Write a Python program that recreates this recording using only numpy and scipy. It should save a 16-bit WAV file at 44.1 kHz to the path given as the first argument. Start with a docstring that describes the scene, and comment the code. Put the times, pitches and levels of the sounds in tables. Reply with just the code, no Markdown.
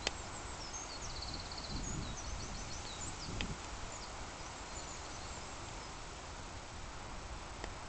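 """A small songbird sings across a pasture in frequency-modulated tones: thin whistles, a quick trill,
rising notes, then a softer phrase, joined by a farther bird. Ground and tussocks scatter the song.
Open air and dry grass give broadband noise, and light gusts rumble on the microphone. A few sharp taps,
damped impacts, sound close by. A small camera picks it all up with a narrow band, a faint electronic
whine and the quantisation hiss of a coarse converter."""
import sys
import numpy as np
from scipy import signal
from scipy.fft import rfft, irfft, next_fast_len
from scipy.io import wavfile
from scipy.ndimage import map_coordinates

SR = 44100
rng = np.random.default_rng(int(sys.argv[2]) if len(sys.argv) > 2 else 0)


def waveform_to_disk(signal):
    """Save audio, clipped to [-1, 1], as 16-bit WAV at the path in sys.argv[1]."""
    frames = np.transpose(np.atleast_2d(signal))
    scaled = np.clip(frames, -1, 1) * 32767
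    samples = np.round(scaled).astype(np.int16)
    wavfile.write(sys.argv[1], SR, samples)


N = 347508

# The falling syllable of both trills, before stretching: time_s, pitch_hz, relative_db
SLUR_CONTOUR = [(0, 5347, -10), (.004, 4951, -5), (.0075, 4523, 4), (.014, 4214, 0), (.02, 4000, -7),
                (.026, 3902, -10)]


def amp(db):
    """Decibels to an amplitude ratio."""
    return 10 ** (np.asarray(db) / 20)


def unit(x):
    """Normalisation to rms 1."""
    return x / np.sqrt(np.mean(x ** 2) + 1e-20)


def along(points, hz):
    """Interpolation of (frequency_hz, value) points on a logarithmic frequency axis."""
    knots_hz, values = np.transpose(points)
    return np.interp(np.log(hz + 1), np.log(knots_hz + 1), values)


def curves(rows, size=N):
    """Linear interpolation, sample by sample, of each column after the time."""
    times, *columns = np.transpose(rows)
    return [np.interp(np.arange(size) / SR, times, column) for column in columns]


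def wobble(rate_hz, size=N):
    """Smooth random modulation: a spline through rate_hz Gaussian values a second."""
    knots = rng.standard_normal(int(size * rate_hz / SR) + 4)
    return map_coordinates(knots, [np.arange(size) * rate_hz / SR])


def filtered(x, response):
    """Zero-phase filtering: the spectrum is multiplied by a frequency response."""
    size = next_fast_len(len(x) + 8192)
    return irfft(rfft(x, size) * response(np.fft.rfftfreq(size, 1 / SR)), size)[:len(x)]


def noise(spectrum):
    """White noise shaped to a spectrum, at rms 1."""
    return unit(filtered(rng.standard_normal(N), lambda hz: amp(along(spectrum, hz))))


def add(track, start_s, sound):
    """Superposition of a sound on a track."""
    part = track[max(round(start_s * SR), 0):][:len(sound)]
    part += sound[:len(part)]


def progress(length_s):
    """Normalised time, 0 to 1 over a note."""
    return np.linspace(0, 1, int(length_s * SR))


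def field(still_db=-57):
    """Amplitude-modulated noise: the far rush of open air and the flicker of rustling dry grass."""
    # Spectra of the air and the grass: frequency_hz, relative_density_db
    air_spectrum = [(60, -20), (160, -1), (215, -7), (350, -2), (430, -6.5), (800, -1.5), (980, -2),
                    (1130, -4.5), (1400, -4.5), (1680, -13), (2250, -11), (3300, -21.5), (5500, -27),
                    (7900, -36.5)]
    grass_spectrum = [(1000, -32.5), (2200, 0), (3300, -1), (4500, 0), (5700, -0.5), (7200, 3.5),
                      (7900, 0.5)]
    # Their slow envelopes: time_s, relative_db
    rush_levels = [(0.0, -51.5), (1.56, -52.5), (5.64, -52), (6.67, -54), (7.88, -52.5)]
    rustle_levels = [(0.0, -53.5), (0.46, -53.5), (1.21, -52.5), (2.35, -53.5), (2.92, -50), (4.39, -54),
                     (5.05, -52), (6.71, -56), (7.88, -56.5)]
    rush = amp(curves(rush_levels)[0] + 2 + .3 * wobble(6)) * noise(air_spectrum)
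    stir_power = np.maximum(amp(curves(rustle_levels)[0]) ** 2 - amp(still_db) ** 2, 0)
    rustle = np.sqrt(stir_power) * amp(2.5 + wobble(110)) * noise(grass_spectrum)
    return rush + rustle


def wind(eddy_db=1.1842, flutter_db=1.5):
    """Turbulent pressure on the microphone: breeze and gusts add in power; gusts buffet higher up."""
    # The breeze between gusts: time_s, level_db
    breeze_levels = [(0, -50.5), (.9, -51), (1.35, -47.5), (1.7, -49), (2.2, -46), (2.8, -48), (3.2, -46),
                     (3.7, -50), (4.2, -50), (4.6, -52), (5.2, -50), (6.1, -51), (6.9, -49), (7.88, -50)]
    # Gaussian gusts: peak_s, sigma_s, level_db
    gusts = [(1.338, 0.032, -50.5), (1.581, 0.0383, -51), (1.768, .05, -45), (1.959, .1, -43.5),
             (2.431, .035, -49), (2.581, .1, -56), (3.07, 0.04, -51.5), (3.328, 0.0477, -46),
             (3.425, 0.032, -43.5), (3.51, .015, -45.5)]
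    # Spectra of the low rumble and the higher buffeting: frequency_hz, relative_density_db
    rumble_spectrum = [(10, 0.5), (25, -0.5), (55, 1), (100, -3), (140, -13.5), (220, -17.5), (400, -42),
                       (900, -82.5)]
    buffet_spectrum = [(40, -20.5), (100, -1.5), (180, -0.5), (280, -3.5), (390, -9), (500, -24),
                       (900, -37.5), (2000, -73)]
    t = np.arange(N) / SR
    breeze = amp(curves(breeze_levels)[0] + eddy_db * wobble(9))
    swells = (amp(db) * np.exp(-.5 * ((t - peak_s) / sigma_s) ** 2) for peak_s, sigma_s, db in gusts)
    gust = np.sqrt(sum(swell ** 2 for swell in swells))
    rumble = np.hypot(breeze, amp(-.5) * gust) * noise(rumble_spectrum)
    buffet = np.hypot(amp(-18) * breeze, gust) * amp(flutter_db * wobble(25)) * noise(buffet_spectrum)
    return rumble + buffet


def tone(hz, db, taper, waver=.0095, flutter_db=2.7):
    """A soft-ended sinusoid with slight random frequency and amplitude modulation."""
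    size = len(hz)
    pitch_hz = hz * (1 + waver * wobble(400, size))
    flutter = unit(amp(flutter_db * wobble(260, size)))
    envelope = signal.windows.tukey(size, taper) * amp(db) * flutter
    return np.sqrt(2) * envelope * np.sin(2 * np.pi * np.cumsum(pitch_hz) / SR)


def whistles(crest=.36, settle=.29, scoop_s=.026):
    """Frequency modulation shapes the bird's single notes; crest and settle are shares of a note."""
    # Thin parabolic arches: start_s, length_s, top_hz, droop_hz, relative_db
    arches = [(.125, 0.1083, 7655, 617.2, -51.5), (.305, 0.0933, 7773, 722, -50),
              (0.439, .125, 7758, 620, -53.5), (3.908, .064, 7171, 852.2, -48.5),
              (4.554, .07, 7501, 150.8, -55.5), (4.745, 0.0655, 7097, 249.9, -47.5),
              (4.867, .09, 7130, 900.3, -49), (5.269, .125, 7565, 603.8, -52.5),
              (5.438, .12, 7638, 450, -57.5), (5.62, .1, 7590, 394.5, -58.5)]
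    # Exponential falls towards a held pitch: start_s, length_s, held_hz, fall_hz, relative_db
    sighs = [(.598, 0.1085, 5098, 699.3, -48), (.888, 0.0794, 4282, 661.8, -47),
             (2.018, .095, 3763, 928.7, -49.5), (2.168, 0.0493, 5685, 1098, -45.5),
             (2.858, .1, 3751, 978.7, -47), (5.793, 0.09, 4994, 560, -55.5)]
    # Dips that climb again: start_s, length_s, first_hz, lowest_hz, last_hz, relative_db
    scoops = [(1.829, .128, 7450, 6402, 7026, -44.5), (3.005, .09, 7420, 6859, 7915, -43.5),
              (4.426, .056, 5950, 5737, 6304, -54)]
    # Linear sweeps, steep to nearly level: start_s, length_s, first_hz, last_hz, relative_db
    glides = [(.014, 0.0582, 3960, 4285, -49.5), (0.25, 0.024, 5210, 5231, -54.5),
              (0.731, .045, 6339, 6364, -43), (0.786, 0.0587, 6343, 6614, -45),
              (1.015, .049, 7143, 5400, -44.5), (3.19, .066, 6079, 4169, -46.5),
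              (4.007, .039, 5807, 4100, -48.5), (4.388, .025, 5400, 4692, -55),
              (4.666, .06, 4259, 4162, -58), (4.78, .055, 4322, 4290, -54), (4.82, .045, 6026, 5938, -57.5),
              (5.104, .067, 5980, 6127, -55), (5.184, .05, 4025, 4226, -55), (5.405, .045, 4860, 5380, -55)]
    song = np.zeros(N)
    for start_s, length_s, top_hz, droop_hz, db in arches:
        u = progress(length_s)
        pitch_hz = top_hz - droop_hz * ((u - crest) / (1 - crest)) ** 2
        add(song, start_s, tone(pitch_hz, db + 6 * (u - .5), taper=.3))
    for start_s, length_s, held_hz, fall_hz, db in sighs:
        u = progress(length_s)
        pitch_hz = held_hz + fall_hz * np.exp(-u / settle)
        add(song, start_s, tone(pitch_hz, db - 2 * (u - .5), taper=.2, waver=.009))
    for start_s, length_s, first_hz, lowest_hz, last_hz, db in scoops:
        u, bottom = progress(length_s), scoop_s / length_s
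        dip_hz = np.interp(u, [0, bottom], [first_hz, lowest_hz])
        climb_hz = (last_hz - lowest_hz) * np.interp(u, [bottom, 1], [0, 1]) ** .7
        add(song, start_s, tone(dip_hz + climb_hz, db - 4 * (u - .5), taper=.18))
    for start_s, length_s, first_hz, last_hz, db in glides:
        u = progress(length_s)
        pitch_hz = first_hz + (last_hz - first_hz) * u
        add(song, start_s, tone(pitch_hz, db + 3 * (u - .5), taper=.3, waver=.014))
    return amp(-2.5) * song


def scatter(x, t60_s, wet_db, early_db, paths=8):
    """Multipath scattering off ground and tussocks: reflections waver in the breeze, then a tail decays."""
    t = np.arange(SR // 2) / SR
    tail = rng.standard_normal(len(t)) * amp(-60 * t / t60_s) * (1 - np.exp(-t / .004))
    delays_s = rng.uniform(.001, .014, paths)
    early = sum(np.pad(x, (int(delay * SR), 0))[:N] * wobble(8) for delay in delays_s) / np.sqrt(paths)
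    diffuse = signal.fftconvolve(x, tail / np.linalg.norm(tail))[:N]
    return x + amp(early_db) * early + amp(wet_db) * diffuse


def taps(snap_t60_s=.00555, attack_s=.00031):
    """Impact excitation: each tap is a noisy crack, briefly ringing modes and a dull knock."""
    # Impacts: start_s, relative_db, bright_hz, spread_octaves, t60_s, relative_knock_db
    impacts = [(0.0696, -20.5, 3800, 0.88, 0.0263, -2.5), (2.852, -41, 2600, 0.93, 0.023, 3.5),
               (3.4078, -26.5, 3237, 0.616, 0.017, -8.5), (3.645, -39.5, 5500, 1.1, 0.027, -15.5),
               (4.463, -46.5, 3600, 1, 0.018, -15.5), (5.063, -43, 3995, 0.46, 0.017, -16),
               (5.372, -44.5, 1200, 0.67, 0.012, 7), (5.686, -42.5, 4200, 0.59, 0.02, -16),
               (7.64, -32, 1500, 1.7, 0.018, 3.5)]
    # Ringing modes, each a sinusoid with its band's power: pitch_hz, width_hz, relative_density_db
    ring_modes = [(1983, 61, 5), (2439, 52, -5), (2586.4, 140, 0.5), (3145, 170, -1.5), (3597, 170, -4.5),
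                  (4850, 170, -3), (5427, 120, -19), (6358, 130, -5), (7276, 250, -2)]
    # Damped modes of the knock: pitch_hz, relative_db, t60_s
    knock_modes = [(411.8, 2.5, 0.0146), (655.4, -1.5, 0.016), (850.2, -3, 0.021), (1134, -19.5, .014),
                   (1726, -6.5, 0.016)]
    track, t = np.zeros(N), np.arange(SR // 10) / SR
    knock = sum((-1) ** k * amp(db - 60 * t / t60_s) * np.sin(2 * np.pi * hz * t)
                for k, (hz, db, t60_s) in enumerate(knock_modes))
    attack = 1 - np.exp(-t / attack_s)
    for start_s, db, bright_hz, spread, t60_s, knock_db in impacts:
        ring = unit(sum(amp(density_db) * np.sqrt(width_hz) * np.sin(2 * np.pi * (hz * t + rng.random()))
                        for hz, width_hz, density_db in ring_modes))
        crack = amp(1) * rng.standard_normal(len(t))
        band = lambda hz: np.exp(-.5 * (np.log2((hz + 1) / bright_hz) / spread) ** 2)
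        contact = unit(filtered(ring + crack, band))
        # the instant of contact stands above the decay that follows
        decay = amp(-3.5 - 60 * t / t60_s) + amp(-60 * t / snap_t60_s)
        add(track, start_s, amp(db) * (contact * decay + amp(knock_db - 3) * knock) * attack)
    return track


def syllable(contour, db, stretch=1):
    """A tone follows a time-scaled contour, slightly detuned at each repetition."""
    rows = np.array(contour) * [stretch, 1, 1]
    pitch_hz, contour_db = curves(rows, int(rows[-1, 0] * SR))
    detuning = 1 + .0062 * rng.standard_normal()
    return tone(pitch_hz * detuning, db + contour_db, taper=.086)


def pulse_train(start_s, period_s, middle_db, edge_db, count):
    """Periodic onsets with levels on a parabola, so that a trill swells and fades."""
    onsets_s = start_s + period_s * np.arange(count)
    return zip(onsets_s, middle_db + edge_db * np.linspace(-1, 1, count) ** 2)


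def trill(pinch_s=1.44, pinch_width_s=.15):
    """A periodic train of down-slurs whose duty cycle and level dip halfway through."""
    song = np.zeros(N)
    for start_s, db in pulse_train(1.094, period_s=.0599, middle_db=-41, edge_db=-5.5, count=12):
        pinch = np.exp(-((start_s - pinch_s) / pinch_width_s) ** 2)
        add(song, start_s, syllable(SLUR_CONTOUR, db - 3.5 * pinch, stretch=1.17 - .63 * pinch))
    return song


def rising_notes():
    """A frequency jump: each note holds its pitch, leaps upward and goes on climbing."""
    # The contour of one note: time_s, pitch_hz, relative_db
    leap_contour = [(0, 4330, -6), (.012, 4330, -1.5), (.024, 4357, -3.5), (.029, 5229, -1.5),
                    (.037, 5830, -1), (.052, 6050, -3.5), (.072, 6156, -3.5), (.095, 6294, -11.5)]
    # Its repetitions: start_s, relative_db
    leaps = [(2.238, -50.5), (2.392, -48.5), (2.542, -50), (2.697, -48)]
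    song = np.zeros(N)
    for start_s, db in leaps:
        add(song, start_s, syllable(leap_contour, db))
    return song


def far_bird(jitter_s=.0077):
    """A low direct-to-reverberant ratio melts a distant bird's trill into its echoes."""
    song = np.zeros(N)
    for start_s, db in pulse_train(4.72, period_s=.062, middle_db=-61, edge_db=-2.5, count=11):
        add(song, start_s + jitter_s * rng.standard_normal(), syllable(SLUR_CONTOUR, db))
    return scatter(song, t60_s=.35, wet_db=.5, early_db=-4)


def scene():
    """Superposition of birds, taps, wind and field at one microphone."""
    song = whistles() + trill() + rising_notes()
    bird = amp(-1.64) * scatter(song, t60_s=.26, wet_db=-4.5, early_db=-7)
    close_taps = scatter(taps(), t60_s=.1, wet_db=-17.5, early_db=-22)
    return (bird + far_bird() + close_taps + wind() + field())[None]


def record(dry):
    """The camera adds its whine; quantisation makes hiss, and spectral imaging mirrors the top treble."""
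    # Tones of the electronic whine: pitch_hz, relative_db
    whine_tones = [(7822, -101), (7852, -71), (7882, -70.5), (7912, -93.5)]
    # The camera's low-pass response: frequency_hz, gain_db
    roll_off = [(7300, 0), (7700, -2.5), (8000, -5.5), (8400, -13.5), (8800, -26), (9000, -38.5)]
    sampling_hz, top_hz = 16000, 9050
    step = .0059  # of the converter, as a share of full scale
    t = np.arange(N) / SR
    whine = sum(np.sqrt(2) * amp(db) * np.sin(2 * np.pi * hz * t) for hz, db in whine_tones)
    samples = signal.resample(dry[0] + amp(-.5) * whine, round(N * sampling_hz / SR))
    quantised = step * (np.floor(samples / step) + .5)
    baseband = signal.resample(quantised, N)
    mirrored = baseband * (1 + 2 * np.cos(2 * np.pi * sampling_hz * t))
    return filtered(mirrored, lambda hz: amp(along(roll_off, hz)) * (hz < top_hz))[None]


dry = scene()
out = record(dry)
waveform_to_disk(out)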